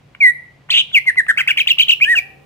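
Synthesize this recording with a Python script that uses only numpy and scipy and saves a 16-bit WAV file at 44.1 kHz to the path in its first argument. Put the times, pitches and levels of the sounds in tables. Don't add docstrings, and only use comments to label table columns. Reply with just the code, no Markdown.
import sys
import numpy as np
from scipy import signal
from scipy.fft import rfft, irfft
from scipy.io import wavfile
from scipy.ndimage import uniform_filter1d, minimum_filter1d

SR = 44100
rng = np.random.default_rng(int(sys.argv[2]) if len(sys.argv) > 2 else 0)


def put_to_file(sound):
    columns = np.atleast_2d(sound).T
    safe = np.clip(columns, -1, 1)
    whole_steps = np.round(safe * 32767)
    wavfile.write(sys.argv[1], SR, whole_steps.astype(np.int16))


N = 108045
T = np.arange(N) / SR


def amp(db):
    return 10 ** (np.asarray(db) / 20)


def gain_at(hz, points):
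    point_hz, point_db = np.array(points, float).T
    return amp(np.interp(np.log(np.maximum(hz, 1)), np.log(point_hz), point_db))


def colour(x, points):
    n = x.shape[-1]
    hz = np.arange(n // 2 + 1) * SR / n
    return irfft(rfft(x) * gain_at(hz, points), n)


def noise(points):
    x = colour(rng.standard_normal(N), points)
    return x / x.std()


def wander(rate):
    hz = np.arange(N // 2 + 1) * SR / N
    x = irfft(rfft(rng.standard_normal(N)) * np.exp(-(hz / rate) ** 2), N)
    return x / x.std()


def gate(start, end, edge):
    return np.sin(np.pi / 2 * np.clip(np.minimum(T - start, end - T) / edge, 0, 1)) ** 2


WARBLE_HZ = 114.5


def warble(crest):
    return np.cos(2 * np.pi * WARBLE_HZ * (T - crest))


# (frequency [Hz], gain [dB])
THROAT = [(1300, -6), (3000, 6), (3500, -4), (4100, -4.5), (5800, -22)]
OVERTONE_DB = [-31.5, -42.5, -39.5, -31, -41.5, -47, -47]
# (frequency [Hz], relative level [dB per Hz])
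RASP = [(500, -6), (1100, -4.5), (3200, 6), (4900, 2.5), (7500, 0), (10500, -6.5), (12500, -1.5),
        (15500, -13.5)]


def voice(notes, jitter, overtone_db=0):
    env = sum(e for _, e, _ in notes)
    steady_hz = sum(f * e for f, e, _ in notes) / (env + 1e-12)
    hz = steady_hz * (1 + jitter * wander(450))
    phase = 2 * np.pi * np.cumsum(hz) / SR
    tone = gain_at(hz, THROAT) * np.sin(phase)
    for k, db in enumerate(OVERTONE_DB, 2):
        level = amp(db + overtone_db + 4 * wander(330))
        tone = tone + (k * hz < SR / 2) * level * np.sin(k * phase)
    rasp = noise(RASP) * sum(e * amp(db) for _, e, db in notes)
    return np.sqrt(2) * env * tone + rasp


CLEAN_JITTER, ROUGH_JITTER = 0.0048, 0.0239
EDGE_S = 0.006


def bow(u, first, middle, last):
    return first + (last - first) * u + 2 * (2 * middle - first - last) * u * (1 - u)


def glide(start, length, f0, f1, f2, d0, d1, d2, lateness=1):
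    u = np.clip((T - start) / length, 0, 1) ** lateness
    return bow(u, f0, f1, f2), amp(bow(u, d0, d1, d2)) * gate(start, start + length, EDGE_S)


# (start [s], length [s], first, middle, last pitch [Hz], first, middle, last level [dB],
#  warble depth [Hz], rasp [dB])
SHORT_WHISTLES = [ (0.919, 0.029, 3160, 3450, 3170, -69, -25, -24.5, 47, -28),
                  (0.942, 0.048, 3101, 2315, 2050, -16, -8.5, -12, 15, -26),
                  (1.059, 0.052, 2090, 2046, 1561, -36.5, -8, -24.5, 14, -31),
                  (1.166, 0.046, 2066, 1978, 1555, -29, -7, -17.5, 6.3, -35.5),
                  (1.28, 0.039, 1626, 1790, 1421, -22.5, -6, -16.5, 157, -30.5),
                  (2.007, .031, 2094, 2434, 2466, -17.5, -10, 2.5, 53, -38),
                  (2.034, 0.021, 2522, 2734, 2877, -36, -13.5, -36, 320, -21.5),
                  (2.151, 0.045, 3006, 2608, 2244, -24, -16, -9.5, 10, -18)]
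# (start [s], length [s], first, middle, last pitch [Hz], first, middle, last level [dB],
#  lateness [exponent], rasp [dB])
LONG_WHISTLES = [ (.202, 0.11, 2488, 2036, 1931, -21, -5, -13, .85, -56),
                 (2.05, 0.11, 1644, 1917, 1335, -22, -7.5, -24.5, 1.6, -31.5)]


def whistles():
    short = []
    for *shape, depth, rasp_db in SHORT_WHISTLES:
        hz, env = glide(*shape)
        start, length = shape[:2]
        short.append((hz + depth * warble(start + length / 3), env, rasp_db))
    long = [(*glide(*shape), rasp_db) for *shape, rasp_db in LONG_WHISTLES]
    return voice(short, 2 * CLEAN_JITTER) + voice(long, CLEAN_JITTER, overtone_db=-2)


CHIRP_TOP_SHARE = .41
CHIRP_WARBLE_HZ, ARCH_WARBLE_HZ = 66.8, 110
CHIRP_EDGE_S = 0.0039
ARCH_DROP_DB = -3.5
ARCH_SKEW = .85
YIELD = 0.68
COUPLING_DB = -5
RASP_ROUGH_DB = -25.5

# (start [s], length [s], first, top, last pitch [Hz], bend of the fall [exponent], level [dB],
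#  extra warble depth at the top of an arch [Hz])
CHIRPS = [ (1.372, 0.048, 2006, 2976, 1600, 0.68, -13, 370),
          (1.473, 0.047, 1926, 3260, 1900, 0.67, -12, 431),
          (1.570, .053, 2221, 4300, 2400, 2.1, -14.5, 101), (1.67, 0.054, 2199, 4898, 2700, 3.27, -12, 50),
          (1.782, .056, 2332, 5576, 3050, 1.9, -13.5, 50.9),
          (1.881, 0.059, 2597, 5980, 2700, 3.8, -14.5, 50)]
# (start [s], length [s], foot pitch [Hz], top pitch [Hz], level [dB])
ARCHES = [ (0.71, .025, 2067, 2690, -14.5), (1.379, 0.034, 1242, 1702, -12), (1.482, 0.03, 1348, 1735, -13),
          (1.576, 0.024, 1495, 2386, -11), (1.683, 0.016, 1737, 2297, -13.5),
          (1.791, .028, 1916, 3016, -4.5), (1.889, .023, 2000, 3022, -3.5)]


def chirps():
    upper, lower, busy = [], [], 0
    for start, length, foot, top, db in ARCHES:
        arch = np.sin(np.pi * np.clip((T - start) / length, 0, 1) ** ARCH_SKEW)
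        hz = foot + (top - foot) * arch + ARCH_WARBLE_HZ * warble(start)
        env = amp(db + ARCH_DROP_DB * (2 - arch)) * gate(start, start + length, EDGE_S)
        lower.append((hz, env, RASP_ROUGH_DB))
        busy = busy + arch
    for start, length, first, top, last, bend, db, depth in CHIRPS:
        u = np.clip((T - start) / length, 0, 1)
        rise = first + (top - first) * u / CHIRP_TOP_SHARE
        fall = last + (top - last) * ((1 - u) / (1 - CHIRP_TOP_SHARE)) ** bend
        shake = (CHIRP_WARBLE_HZ + depth * busy) * warble(start)
        hz = np.where(u < CHIRP_TOP_SHARE, rise, fall) + shake
        env = amp(db) * (1 - YIELD * busy) * gate(start, start + length, CHIRP_EDGE_S)
        upper.append((hz, env, RASP_ROUGH_DB))
    high = voice(upper, ROUGH_JITTER, overtone_db=4)
    low = voice(lower, ROUGH_JITTER, overtone_db=4)
    return high + low + amp(COUPLING_DB) * high * low


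def traced(rows):
    s, hz, db = np.array(rows, float).T
    opening = gate(s[0] - EDGE_S / 2, s[-1] + EDGE_S / 2, EDGE_S)
    return np.interp(T, s, hz), amp(np.interp(T, s, db)) * opening


BUZZ_DEPTH_HZ, BUZZ_LOW_DEPTH_HZ = 445, 251
BUZZ_WARBLE_FROM_S, BUZZ_CREST_S = .728, .790
RASP_BUZZ_DB = -20.5

# (time [s], upper pitch [Hz], upper level [dB], lower pitch [Hz], lower level [dB])
BUZZ = [(.701, 2668, -29.5, 1923, -25.5), (0.706, 3412, -6, 2026, -34.5), (0.72, 5150, -15.5, 2250, -45),
        (0.74, 3050, -12.5, 2150, -30), (0.763, 3200, -12.5, 2199, -29), (0.784, 3490, -7.5, 2643, -11.5),
        (0.805, 3300, -12.5, 2684, -41), (.817, 3025, -19, 2550, -24)]


def buzz():
    s, high, high_db, low, low_db = np.array(BUZZ).T
    shake = warble(BUZZ_CREST_S) * gate(BUZZ_WARBLE_FROM_S, T[-1], CHIRP_EDGE_S)
    out = 0
    for hz, db, depth in ((high, high_db, BUZZ_DEPTH_HZ), (low, low_db, BUZZ_LOW_DEPTH_HZ)):
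        pitch, env = traced(np.c_[s, hz, db])
        out = out + voice([(pitch + depth * shake, env, RASP_BUZZ_DB)], ROUGH_JITTER)
    return colour(out, [(9000, -1), (12000, -17), (15000, -8)])


TICK_S = 0.0021
CHIRP_TICK_LEAD_S, CHIRP_TICK_DB = .007, -36

# (time [s], level [dB])
TICKS = [(0.151, -33.5), (0.165, -49), (0.691, -36.5), (0.697, -28), (.917, -38), (1.057, -37.5),
         (1.16, -33.5), (1.268, -30.5), (2.003, -28)]
# (frequency [Hz], relative level [dB])
TICK_COLOUR = [(200, -25.5), (650, 0.5), (2600, 10.5), (5000, -28.5)]


def ticks():
    rows = list(TICKS) + [(row[0] - CHIRP_TICK_LEAD_S, CHIRP_TICK_DB) for row in CHIRPS]
    bursts = sum(amp(db) * np.exp(-((T - s) / TICK_S) ** 2) for s, db in rows)
    return noise(TICK_COLOUR) * bursts


EARLY_DB, EARLY_T60_S = -18, 0.13
ROOM_DB, ROOM_T60_S = -26, 0.48

# (frequency [Hz], gain [dB])
ROOM_COLOUR = [(2500, 6.5), (6500, 5.5), (14000, 8)]


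def room(x):
    t = T[:SR]
    out = 0
    for db, t60, gap in ((EARLY_DB, EARLY_T60_S, .002), (ROOM_DB, ROOM_T60_S, .012)):
        tail = rng.standard_normal((2, SR)) * np.exp(-np.log(1000) * t / t60) * (t > gap)
        tail = tail / np.sqrt(np.sum(tail ** 2, axis=1, keepdims=True))
        tail = colour(tail, ROOM_COLOUR)
        out = out + amp(db) * signal.fftconvolve(x[None], tail, axes=1)[:, :N]
    return out


FLOOR_DB = -52.5
HUM_HZ, HUM_WIDTH_HZ, HUM_DB = 140.6, 6.3, -56.5
SWELL_DB, SWELL_DB_PER_S = -78.5, 10.5

# (frequency [Hz], relative level [dB per Hz])
FLOOR = [(22, -26), (50, -7.5), (140, -2.5), (350, -15), (750, -17), (1500, -25), (2300, -23),
         (15000, -51.5)]
# (frequency [Hz], relative level [dB])
SWELL = [(120, -17.5), (450, -1), (2000, -35.5)]
# (time [s], pitch [Hz], level [dB])
FAR_CALL = [(2.09, 730, -50), (2.2, 715, -44.5), (2.25, 780, -49), (2.45, 770, -57)]


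def background():
    hum_phase = 2 * np.pi * HUM_HZ * T
    hum = wander(HUM_WIDTH_HZ) * np.cos(hum_phase) + wander(HUM_WIDTH_HZ) * np.sin(hum_phase)
    mid = amp(FLOOR_DB) * noise(FLOOR) + amp(HUM_DB) * hum
    side = amp(FLOOR_DB) * colour(noise(FLOOR), [(120, -13), (700, -2.5)])
    hz, env = traced(FAR_CALL)
    far = []
    for _ in range(2):
        call = env * np.sin(2 * np.pi * np.cumsum(hz) / SR + wander(40))
        swell = amp(SWELL_DB + SWELL_DB_PER_S * T) * noise(SWELL)
        far.append(call + swell)
    return np.array([mid + side, mid - side]) + np.array(far)


# (frequency [Hz], lag [s])
PORT_LAG = [(3000, 0.00011), (10000, 0.0001356)]


def scene():
    song = whistles() + chirps() + buzz() + ticks()
    hz = np.arange(N // 2 + 1) * SR / N
    lag = np.interp(hz, *np.array(PORT_LAG).T)
    late = irfft(rfft(song) * np.exp(-2j * np.pi * hz * lag), N)
    return np.array([song, late]) + room(song) + background()


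LIMIT, LIMIT_S = .95, .003
TOP_HZ = 15600


def record(dry):
    size = int(LIMIT_S * SR)
    peak = np.abs(dry).max(axis=0)
    lowest_gain = minimum_filter1d(LIMIT / np.maximum(peak, LIMIT), 2 * size)
    gain = uniform_filter1d(lowest_gain, size)
    top_cut = signal.ellip(8, .2, 70, TOP_HZ, fs=SR, output="sos")
    return signal.sosfilt(top_cut, dry * gain)


dry = scene()
out = record(dry)
put_to_file(out)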